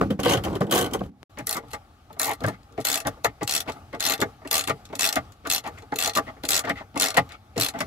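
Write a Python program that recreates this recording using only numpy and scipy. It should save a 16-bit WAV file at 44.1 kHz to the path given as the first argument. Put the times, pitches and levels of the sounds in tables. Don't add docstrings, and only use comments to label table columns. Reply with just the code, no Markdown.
import sys
import numpy as np
from scipy import signal
from scipy.fft import rfft, irfft, next_fast_len
from scipy.io import wavfile
from scipy.ndimage import uniform_filter1d

SR = 44100
rng = np.random.default_rng(int(sys.argv[2]) if len(sys.argv) > 2 else 0)


def volts_from_db(level):
    exponent = np.asarray(level, float) / 20
    return 10 ** exponent


def store_wav(level_fs):
    pcm = np.round(np.clip(np.atleast_2d(level_fs), -1, 1) * 32767)
    wavfile.write(sys.argv[1], SR, pcm.T.astype(np.int16))


N = 346626
SIZE = 5120
LEAD_MS = 10

# start_s, end_s
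CUT = (1.2397, 1.2943)
# pitch_hz, width_hz, level_db
PILLAR_MODES = [(114, 34, -5.5), (199.7, 9, 2.5), (270, 29, -5), (363, 120, 0), (470, 15.5, 2.5),
                (551, 15, 0), (744, 112, -4), (1133, 133, -7.5), (1500, 55, -10.5), (2010, 280, -19.5)]
# pitch_hz, width_hz, level_db
PAN_MODES = [(106, 45, -28.5), (280, 20.2, 1), (450, 32, -1), (567, 15.2, -1.5), (660, 25, 5), (828, 16, 5),
             (1183, 31, 2.5), (1372, 117, -3), (1890, 103, -2), (2124, 88, -4)]
# pitch_hz, width_hz, level_db
FLOOR_MODE = (105, 26.4, 1.5)
# first_snap_s, last_snap_s
SWINGS = [(.234, .374), (.712, .86), (1.471, 1.568), (2.197, 2.335), (2.851, 3.003), (3.477, 3.605),
          (4.005, 4.137), (4.513, 4.64), (4.994, 5.128), (5.5, 5.581), (5.988, 6.096), (6.489, 6.593),
          (7.0, 7.143), (7.599, 7.687)]


def read(points, hz):
    f, value = np.transpose(points)
    return np.interp(np.log(hz + 1), np.log(f + 1), value)


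def evened(x):
    return x / np.sqrt(np.mean(np.abs(x[0]) ** 2) + 1e-20)


def modes(table, hz, spread_db):
    f, width, db = np.transpose(table)[:, :, None]
    loads = volts_from_db(db + spread_db * rng.standard_normal(f.shape))
    loads = loads * rng.choice([-1, 1], f.shape)
    return (loads / (1 + 2j * (hz - f) / width)).sum(0)


def tilt(hz, db, pivot_hz):
    return volts_from_db(db * hz ** 2 / (hz ** 2 + pivot_hz ** 2))


def burst(rise_ms, start, hold_ms, tail_ms, tail_db, grit_db):
    ms = np.arange(SIZE) * 1000 / SR - LEAD_MS
    lead_in = .14 * (1 + ms / LEAD_MS) ** 2
    swell = np.where(ms < 0, lead_in, start + (1 - start) * np.clip(ms / rise_ms, 0, 1))
    after = np.maximum(ms - rise_ms, 0)
    tail = volts_from_db(min(tail_db, -7)) * np.exp(-(after / tail_ms) ** 2)
    fall = np.exp(-(after / hold_ms) ** 2) + tail
    wobble = uniform_filter1d(rng.standard_normal(SIZE), size=16)
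    grit = volts_from_db(grit_db * 3.13 * wobble)
    return swell * fall * grit * rng.standard_normal((2, SIZE))


def add(mix, s, db, drive, response, peak_ms):
    fade = np.minimum(np.linspace(4, 0, SIZE), 1)
    sound = irfft(rfft(drive) * response, SIZE) * fade
    peak = uniform_filter1d(sound[0] ** 2, size=round(peak_ms * SR / 1000)).max()
    begin = round((s - LEAD_MS / 1000) * SR)
    part = mix[:, begin:][:, :SIZE]
    part += (volts_from_db(db) / np.sqrt(peak) * sound)[:, :part.shape[1]]


def drone(colour, level_db, patchy_db):
    frames, hz = N // 256 + 5, np.fft.rfftfreq(1024, 1 / SR)
    a, b, c, d, patches = rng.standard_normal((frames, 513, 5)).T
    patches = uniform_filter1d(patches, size=10, axis=0)
    patches = uniform_filter1d(patches, size=10, axis=1) * 10
    spectrum = np.array([a + 1j * b, c + 1j * d])
    spectrum = spectrum * volts_from_db(read(colour, hz)[:, None] + patchy_db * patches)
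    noise = signal.istft(spectrum, nperseg=1024, noverlap=768)[1][:, :N]
    return volts_from_db(level_db) * evened(noise)


def leaning_hum():
    # pitch_hz, level_db (per Hz)
    colour = [(50, -31), (110, 8), (190, 5.5), (280, 6), (450, -12.5), (800, -24), (2000, -69)]
    # start_s, level_db
    leaning = [
        (0, -29),
        (.08, -26.5),
        (.17, -34.5),
        (.33, -34),
        (.55, -39),
        (.7, -37),
        (.9, -34),
        (1.04, -40.5),
        (1.12, -57),
        (1.2, -71),
    ]
    level_db = np.interp(np.arange(N) / SR, *np.transpose(leaning), right=-120)
    return drone(colour, level_db, 2.9)


def rumble_and_hiss():
    # pitch_hz, level_db (per Hz)
    rumble = [(30, -24.5), (50, 7), (78, 0.5), (130, -21), (250, -17.5), (600, -34), (1500, -67.5)]
    # pitch_hz, level_db (per Hz)
    hiss = [(400, -0.5), (830, 17.5), (970, -1), (1180, 13), (1700, -0.5), (4000, -5), (7500, -12.5),
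            (9200, -13.5), (11800, -13), (15500, -21)]
    # start_s, level_db
    stir_points = [(.06, -27), (.14, -50), (.5, -25), (.66, -52), (.97, -33), (1.06, -32.5), (1.11, -61),
                   (1.24, -42), (1.3, -48), (1.95, -50), (2.7, -49), (3.8, -46), (5.3, -49.5), (6.28, -46),
                   (6.9, -48.5), (7.45, -49.5), (7.86, -43.5)]
    pull_db, pull_after_s, pull_width_s = 6.5, 0.257, 0.069
    t = np.arange(0, N, 100) / SR
    at_pillar = t < CUT[0]
    pulls = sum(np.exp(-((t - first - pull_after_s) / pull_width_s) ** 2) for first, _ in SWINGS)
    stir_db = np.interp(t, *np.transpose(stir_points)) + pull_db * pulls * ~at_pillar
    base_db = np.where(at_pillar, -58.5, -51)
    share = np.where(at_pillar, 0.8, 0.95)
    hiss_db = base_db + share * (stir_db + 40)
    rumble_db, hiss_db = [np.repeat(db, 100)[:N] for db in (stir_db, hiss_db)]
    return drone(rumble, rumble_db, 0.61) + drone(hiss, hiss_db, 1.6)


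def knocks(rows, panel, plain_db, hold_ms, thud_db, boom_db, contact_db):
    out, hz = np.zeros((2, N)), np.fft.rfftfreq(SIZE, 1 / SR)
    damped = [(f, width * 1.7, db) for f, width, db in panel]
    large_sheets = [FLOOR_MODE] + [(f, width * 1.07, 0) for f, width, _ in panel[:3]]
    thud = volts_from_db(thud_db) / (1 + 1j * hz / 3000) ** 3 * hz / (hz + 150)
    for s, db, rise_ms, bright_db, sings_hz in rows:
        bent_hz = hz * (1 + .012 * rng.standard_normal())
        body = modes(damped, bent_hz, spread_db=2.5) + thud
        body = body * tilt(hz, bright_db - plain_db, pivot_hz=750)
        low, high = round(.8 * sings_hz * SIZE / SR), round(1.25 * sings_hz * SIZE / SR)
        nearby = np.abs(body)[low:high].max()
        body = body + nearby * .9 / (1 + 2j * (hz - sings_hz) / (30 + .05 * sings_hz))
        add(out, s, db, burst(max(rise_ms, 1), .4, hold_ms, 28, -8, grit_db=2.5), body, 6)
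        contact = burst(0.52, 0.37, 1.0, 4, -29, grit_db=1.5)
        add(out, s, db + contact_db, contact, thud * hz / (hz + 800), 3)
        boom = modes(large_sheets, hz, spread_db=-4.0)
        swell = burst(23.0, 0.2, 27, 66, 6.5, grit_db=-1.0)
        add(out, s, db + boom_db - 0.27 * bright_db, swell, boom, 10)
    return out


def pillar_knocks():
    # start_s, level_db, rise_ms, brightness_db, strongest_mode_hz
    rows = [(0.012, -15, 0.99, -14.5, 313), (0.104, -19, 3, -26, 270), (0.192, -20.5, 3.5, -19, 406),
            (0.257, -16, 4.5, -11, 203), (0.316, -35, 22, 14, 470), (0.391, -34.5, 37, -33.5, 148),
            (0.44, -28, 46, -13, 320), (0.46, -26, 12, -9.5, 280), (0.483, -26, 65, -26, 177),
            (0.547, -26, 22, -20.5, 388), (0.608, -18.5, 10.5, -18.5, 450), (0.622, -27, 5.3, -19, 390),
            (0.645, -29, 88, -22, 159), (0.868, -32, 71, -16, 147), (0.939, -22, 15.4, -9.5, 453),
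            (1.007, -22.5, 8.9, -13, 190), (1.029, -40.5, 68, -50, 180), (1.074, -59, 13, -33, 178),
            (1.116, -47, 5, -49, 196)]
    return knocks(rows, PILLAR_MODES, -4.0, 3.3, -32.5, -22.0, -26.5)


def thumps():
    # start_s, level_db
    shoves = [(.012, -36.5), (0.102, -29.5), (.257, -38.5), (.3, -27.5), (.345, -23.5), (.49, -28.5),
              (0.607, -25), (1.401, -38.5), (2.439, -22.5), (2.469, -28), (2.511, -41), (3.051, -33.5),
              (3.413, -35), (4.217, -47), (4.696, -32), (5.159, -41), (6.16, -51), (6.697, -37),
              (6.956, -51), (7.17, -32), (7.563, -28.5), (7.803, -38)]
    out, hz = np.zeros((2, N)), np.fft.rfftfreq(SIZE, 1 / SR)
    for s, db in shoves:
        sheets = modes([FLOOR_MODE, (125, 40, 0), (180, 50, -3)], hz, spread_db=0.5)
        add(out, s, db, burst(6.0, 0.49, 26, 48, -7, grit_db=5.5), sheets, 15)
    return out


def hand_points():
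    # treble_db (head turned to the microphone), push_db (into the panel)
    grips = [
        [7.5, 1.5],
        [20.5, 0.5],
        [9, -15],
        [9, -10.5],
        [-0.5, -13],
        [-2, -17.5],
        [-7, -12.5],
        [-3, -13.5],
        [-5, -15.5],
        [-6.5, -21],
        [-5.5, -13.5],
        [-5, -16],
        [-8, -12.5],
        [-6, -17.5],
    ]
    hand = [(0.0035, 5, 4)]
    for (first, last), (treble_db, push_db) in zip(SWINGS, grips):
        hand.append((first, treble_db, push_db))
        hand.append((last, treble_db - 3, push_db + 1))
    return hand


def steel_snaps():
    # start_s, level_db
    teeth = [(0.2333, -28), (0.2489, -29), (0.2583, -26), (0.2713, -31), (0.2817, -27), (0.2929, -26),
             (0.2972, -26), (0.309, -26), (0.3215, -25), (0.3352, -22), (0.3536, -37), (0.3726, -33),
             (0.7119, -25), (0.7243, -20), (0.7376, -25), (0.7491, -25), (0.7578, -25), (0.7706, -29),
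             (0.7787, -24), (0.7887, -26), (0.8007, -32), (0.8123, -26), (0.8254, -30), (0.8431, -33),
             (0.8611, -34), (1.4704, -22), (1.4934, -22), (1.5106, -24), (1.528, -24), (1.5458, -32),
             (1.5679, -33), (2.1969, -20), (2.2158, -22), (2.2315, -23), (2.2449, -24), (2.2563, -27),
             (2.2688, -30), (2.2789, -31), (2.2935, -32), (2.3138, -33), (2.3343, -36), (2.851, -20),
             (2.87, -21), (2.8863, -23), (2.9008, -23), (2.9167, -22), (2.9288, -23), (2.9427, -22),
             (2.957, -23), (2.9751, -26), (3.0027, -31),
             (3.4769, -23), (3.4949, -23), (3.5107, -24), (3.5237, -24), (3.5378, -23), (3.5509, -20),
              (3.5642, -21), (3.5782, -26), (3.6046, -26), (4.0054, -24), (4.0262, -27), (4.0401, -25),
              (4.0529, -21), (4.0651, -21), (4.0741, -24), (4.0873, -23), (4.0987, -21), (4.107, -23),
              (4.1216, -22), (4.1374, -24), (4.5128, -19), (4.5294, -20), (4.5423, -20), (4.5546, -20),
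              (4.5678, -23), (4.5806, -21), (4.5941, -23), (4.6106, -27), (4.6399, -32), (4.9943, -21),
              (5.0094, -20), (5.0211, -22), (5.0317, -21), (5.0425, -19), (5.0524, -19), (5.0628, -22),
              (5.0748, -24), (5.0905, -21), (5.1272, -23), (5.5006, -19), (5.5137, -19), (5.5238, -20),
              (5.5358, -20), (5.5476, -20), (5.5616, -25), (5.5813, -27),
             (5.9881, -21), (6.0028, -26), (6.013, -25), (6.025, -22), (6.0372, -24), (6.0473, -23),
            (6.0598, -22), (6.0758, -23), (6.0962, -27), (6.4893, -19), (6.5065, -19), (6.5192, -21),
            (6.5321, -20), (6.5434, -21), (6.5538, -20), (6.5649, -20), (6.5774, -21), (6.5929, -24),
            (6.9993, -19), (7.0108, -20), (7.0219, -17), (7.0315, -20), (7.0409, -21), (7.0512, -24),
            (7.0603, -24), (7.0707, -26), (7.085, -25), (7.1046, -27), (7.1439, -34), (7.5994, -23),
            (7.6112, -20), (7.6216, -21), (7.6341, -21), (7.6467, -24), (7.6633, -23), (7.6866, -26)]
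    # start_s, level_db
    seats = [(0.2, -35), (0.6977, -44), (1.387, -40.5), (2.1294, -51), (2.8117, -41), (3.4318, -33),
             (3.949, -46), (4.475, -37), (4.954, -32.5), (5.472, -34), (5.96, -28.5), (6.4524, -29.5),
             (6.9759, -28), (7.5793, -27.5)]
    # start_s, level_db
    pillar_clinks = [(.0126, -63), (0.1049, -37.5), (.1278, -64), (0.4385, -34), (0.4495, -32.5),
                     (0.489, -55), (0.5307, -48), (0.5545, -36.5), (0.6074, -39.5), (0.629, -57),
                     (0.6682, -50), (0.9115, -47.5), (0.9357, -28), (0.9456, -39), (0.9923, -47),
                     (1.0083, -65), (1.0358, -51)]
    # start_s, level_db
    pan_clinks = [(1.714, -46), (1.734, -36), (2.438, -41), (2.4647, -37), (2.4846, -35.5), (3.0534, -58),
                  (3.071, -26.5), (3.2456, -22), (3.6622, -57), (3.6974, -42), (3.721, -41.5), (4.179, -43),
                  (4.215, -25), (4.675, -27), (4.6966, -32), (4.8538, -46.5), (5.1576, -25.5),
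                  (5.322, -50.5), (5.6656, -44), (5.6753, -40.5), (5.786, -50), (5.823, -51),
                  (6.1526, -25.5), (6.173, -23.5), (6.4365, -35), (6.6953, -35), (7.1721, -22),
                  (7.3212, -44), (7.79, -38.5), (7.8058, -28.5),
                  (1.684, -58), (1.707, -52), (2.4064, -46), (2.4217, -62), (2.632, -60), (2.725, -59),
               (2.803, -44), (3.93, -52), (3.999, -34), (4.204, -31), (4.683, -35), (4.89, -58),
               (5.64, -50), (5.9408, -45), (6.136, -39), (6.159, -26), (6.652, -45), (6.959, -44),
               (7.292, -49), (7.5666, -44), (7.74, -60)]
    return sorted(teeth + seats + pillar_clinks + pan_clinks)


def pawl(snaps, tool, panel, hold_ms, tail_ms, shade_db):
    # pitch_hz, level_db
    crack_colour = [(700, -13.5), (2000, -14), (4000, -8), (6500, -8), (9000, -10), (12000, -12),
                    (15500, -22)]
    out, hz = np.zeros((2, N)), np.fft.rfftfreq(SIZE, 1 / SR)
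    when, treble_db, push_db = np.transpose(hand_points())
    shade = volts_from_db(shade_db * hz ** 8 / (hz ** 8 + 4300. ** 8))
    crack = (.6, 0.6, hold_ms, tail_ms, -3.5, 1.5)
    shove = (2.5, 0.69, 17.1, 38.7, -7, 1.8)
    plain = volts_from_db(read(crack_colour, hz))
    click = 5.0 * (np.arange(SIZE) == round((LEAD_MS + .6) * SR / 1000)) * np.c_[[1, .6]]
    chatter = burst(*crack)
    for s, db in snaps:
        steel = plain + volts_from_db(1.5) * modes(tool, hz, spread_db=2)
        bright_db = np.interp(s, when, treble_db) + 0.37 * (db + 42.0)
        steel = steel * shade * tilt(hz, bright_db, pivot_hz=6400)
        chatter = .6 * chatter + .8 * burst(*crack)
        add(out, s - .001, db, chatter + click, steel, 3)
        push = modes(panel, hz, spread_db=2.0) * tilt(hz, 2.0, pivot_hz=700)
        add(out, s, db + np.interp(s, when, push_db), burst(*shove), push, 6)
    return out


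def pillar_ratchet(snaps):
    # pitch_hz, width_hz, level_db
    tool = [(3100, 260, 2), (4080, 250, -7), (6270, 400, -8), (7900, 300, -9)]
    here = [row for row in snaps if row[0] < CUT[0]]
    return pawl(here, tool, PILLAR_MODES, 7.0, 24, -10.5)


def tick():
    # start_s, level_db
    moment = (1.2305, -40)
    out, hz, step = np.zeros((2, N)), np.fft.rfftfreq(SIZE, 1 / SR), np.zeros((2, SIZE))
    step[:, round(LEAD_MS * SR / 1000)] = 1
    swing_back = 1j * hz / (1 + 1j * hz / 500) ** 2 / (1 + 1j * hz / 6000)
    add(out, *moment, step, swing_back, 2)
    return out


def pan_knocks():
    # start_s, level_db, rise_ms, brightness_db, strongest_mode_hz
    turns = [(1.373, -33.5, 21, -3.5, 1760), (2.166, -44, 4.8, -18, 232), (2.778, -23.5, 7.4, -21, 624),
             (3.411, -24, 10, -10.5, 326), (3.929, -30, 14.6, -15.5, 1090), (4.449, -34, 5.2, -6, 264),
             (4.928, -30, 2.1, -22, 820), (5.452, -30, 14, -0.5, 1200), (5.922, -23.5, 2, -15, 825),
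             (6.435, -28.5, 4, -15, 450), (6.958, -23.5, 6.4, -7.5, 1120), (7.561, -26.5, 1.9, -12, 500),
             (7.575, -23.5, 6.4, -25, 286)]
    # start_s, level_db, rise_ms, brightness_db, strongest_mode_hz
    loads = [(1.555, -29, 18, -5, 660), (1.732, -31.5, 6.3, 3, 1830), (2.198, -41, 1.3, 41, 1720),
             (2.26, -24.5, 55, 2.5, 820), (2.405, -31, 19, -16, 284), (2.44, -20.5, 0.87, -6, 1520),
             (2.474, -25, 7.2, -6, 1730), (3.051, -23.5, 22.6, -4.5, 630), (3.246, -18.5, 0.94, 4, 1730),
             (3.676, -27, 14.7, -4.5, 830), (4.098, -31, 12, -1, 1860), (4.217, -19.5, 3.9, -11, 650),
             (4.696, -20.5, 0.88, 0, 1790), (5.16, -19, 8.4, -4, 715), (5.64, -31, 28, -4, 805),
             (6.067, -29.5, 2.1, -9, 820), (6.162, -18, 19.7, -5.5, 1085), (6.268, -36, 20, -3, 1110),
             (6.639, -29.5, 13, 0, 700), (6.67, -28, 9.4, 0, 715), (6.696, -22.5, 0.83, -5.5, 1910),
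             (7.143, -32, 1.8, -3, 1900), (7.167, -12.5, 10.5, -1, 690), (7.739, -30, 18, -16, 807),
             (7.775, -34, 12, -11, 850), (7.805, -24.5, 1.1, 7, 1890)]
    # start_s, level_db, brightness_db
    nudges = [(1.629, -44.5, -27), (2.1, -42, -28), (2.5, -46, -31), (2.707, -52, -58), (3.169, -48, -32),
              (3.28, -47, 3), (3.659, -42, -16), (3.758, -44.5, -12), (4.192, -30.5, -21), (4.674, -28, -4),
              (4.415, -46, -10), (4.899, -40.5, -24), (5.438, -43, -31), (5.675, -33, -8), (5.774, -45, 9),
              (5.82, -42.5, -19), (6.363, -48.5, -13), (6.805, -36.5, -3), (6.944, -35, -31)]
    # start_s, level_db
    scrapes = [
        (2.518, -48.5),
        (6.756, -40),
        (6.773, -43.5),
        (7.29, -45.5),
        (7.32, -45),
    ]
    rows = loads + turns
    rows = rows + [(s, db, 6.3, bright_db, 820) for s, db, bright_db in nudges]
    rows = rows + [(s, db, 25, 18, 1975) for s, db in scrapes]
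    return knocks(rows, PAN_MODES, 5.6, 14.5, -6.5, -16.5, -18.5)


def pan_ratchet(snaps):
    # pitch_hz, width_hz, level_db
    tool = [(2660, 130, -5), (3500, 170, -4), (4190, 110, -1), (5650, 250, -9), (6900, 300, -6),
            (7800, 180, -6), (10000, 400, -10), (12100, 300, -7)]
    # pitch_hz, width_hz, level_db
    bar = (760, 18.3, 5.5)
    here = [row for row in snaps if row[0] > CUT[1]]
    return pawl(here, tool, PAN_MODES + [bar], 2.73, 19.1, -2.0)


def two_ports(mix):
    # pitch_hz, side_minus_mid_db
    sides = [(60, -23), (240, -11), (600, -8), (1100, -1.5), (3770, -0.5), (15000, -1)]
    # pitch_hz, left_minus_right_db
    balance = [(500, 1.1), (1500, 3.5), (8000, 2), (15000, 1)]
    # pitch_hz, share (0-1)
    alike_points = [(500, 0.88), (12000, 0.04)]
    size = next_fast_len(N)
    hz = np.fft.rfftfreq(size, 1 / SR)
    bass_loss = hz ** 2 / (hz ** 2 + 55 ** 2) * hz ** 4 / (hz ** 4 + 34.0 ** 4)
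    mid, loose = rfft(mix, size) * bass_loss
    alike = np.clip(read(alike_points, hz), 0, 1)
    side = np.sqrt(1 - alike ** 2) * loose - 1j * alike * mid
    side = side * volts_from_db(read(sides, hz))
    lean = volts_from_db(read(balance, hz) / 2)
    ports = irfft(np.array([(mid + side) * lean, (mid - side) / lean]), size)[:, :N]
    right_db = 1.5 * (np.arange(N) < CUT[0] * SR)
    return volts_from_db(np.outer([-.5, .5], right_db)) * ports


def scene():
    snaps = steel_snaps()
    mix = leaning_hum() + rumble_and_hiss()
    mix += pillar_knocks() + thumps() + pillar_ratchet(snaps) + tick()
    mix += pan_knocks() + pan_ratchet(snaps)
    return two_ports(mix)


def band_limit(x):
    return signal.sosfilt(signal.butter(12, 16500, fs=SR, output="sos"), x)


def record(dry):
    t = np.arange(N) / SR
    wet = dry - .65 * signal.lfilter(*signal.iirpeak(9050, 16, SR), dry)
    wet = signal.oaconvolve(wet, signal.firwin(511, 15800, fs=SR)[None], "same")
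    outside_s = np.maximum(CUT[0] - t, t - CUT[1])
    return band_limit(wet * np.clip(outside_s / .006, 0, 1))


dry = scene()
out = record(dry)
store_wav(out)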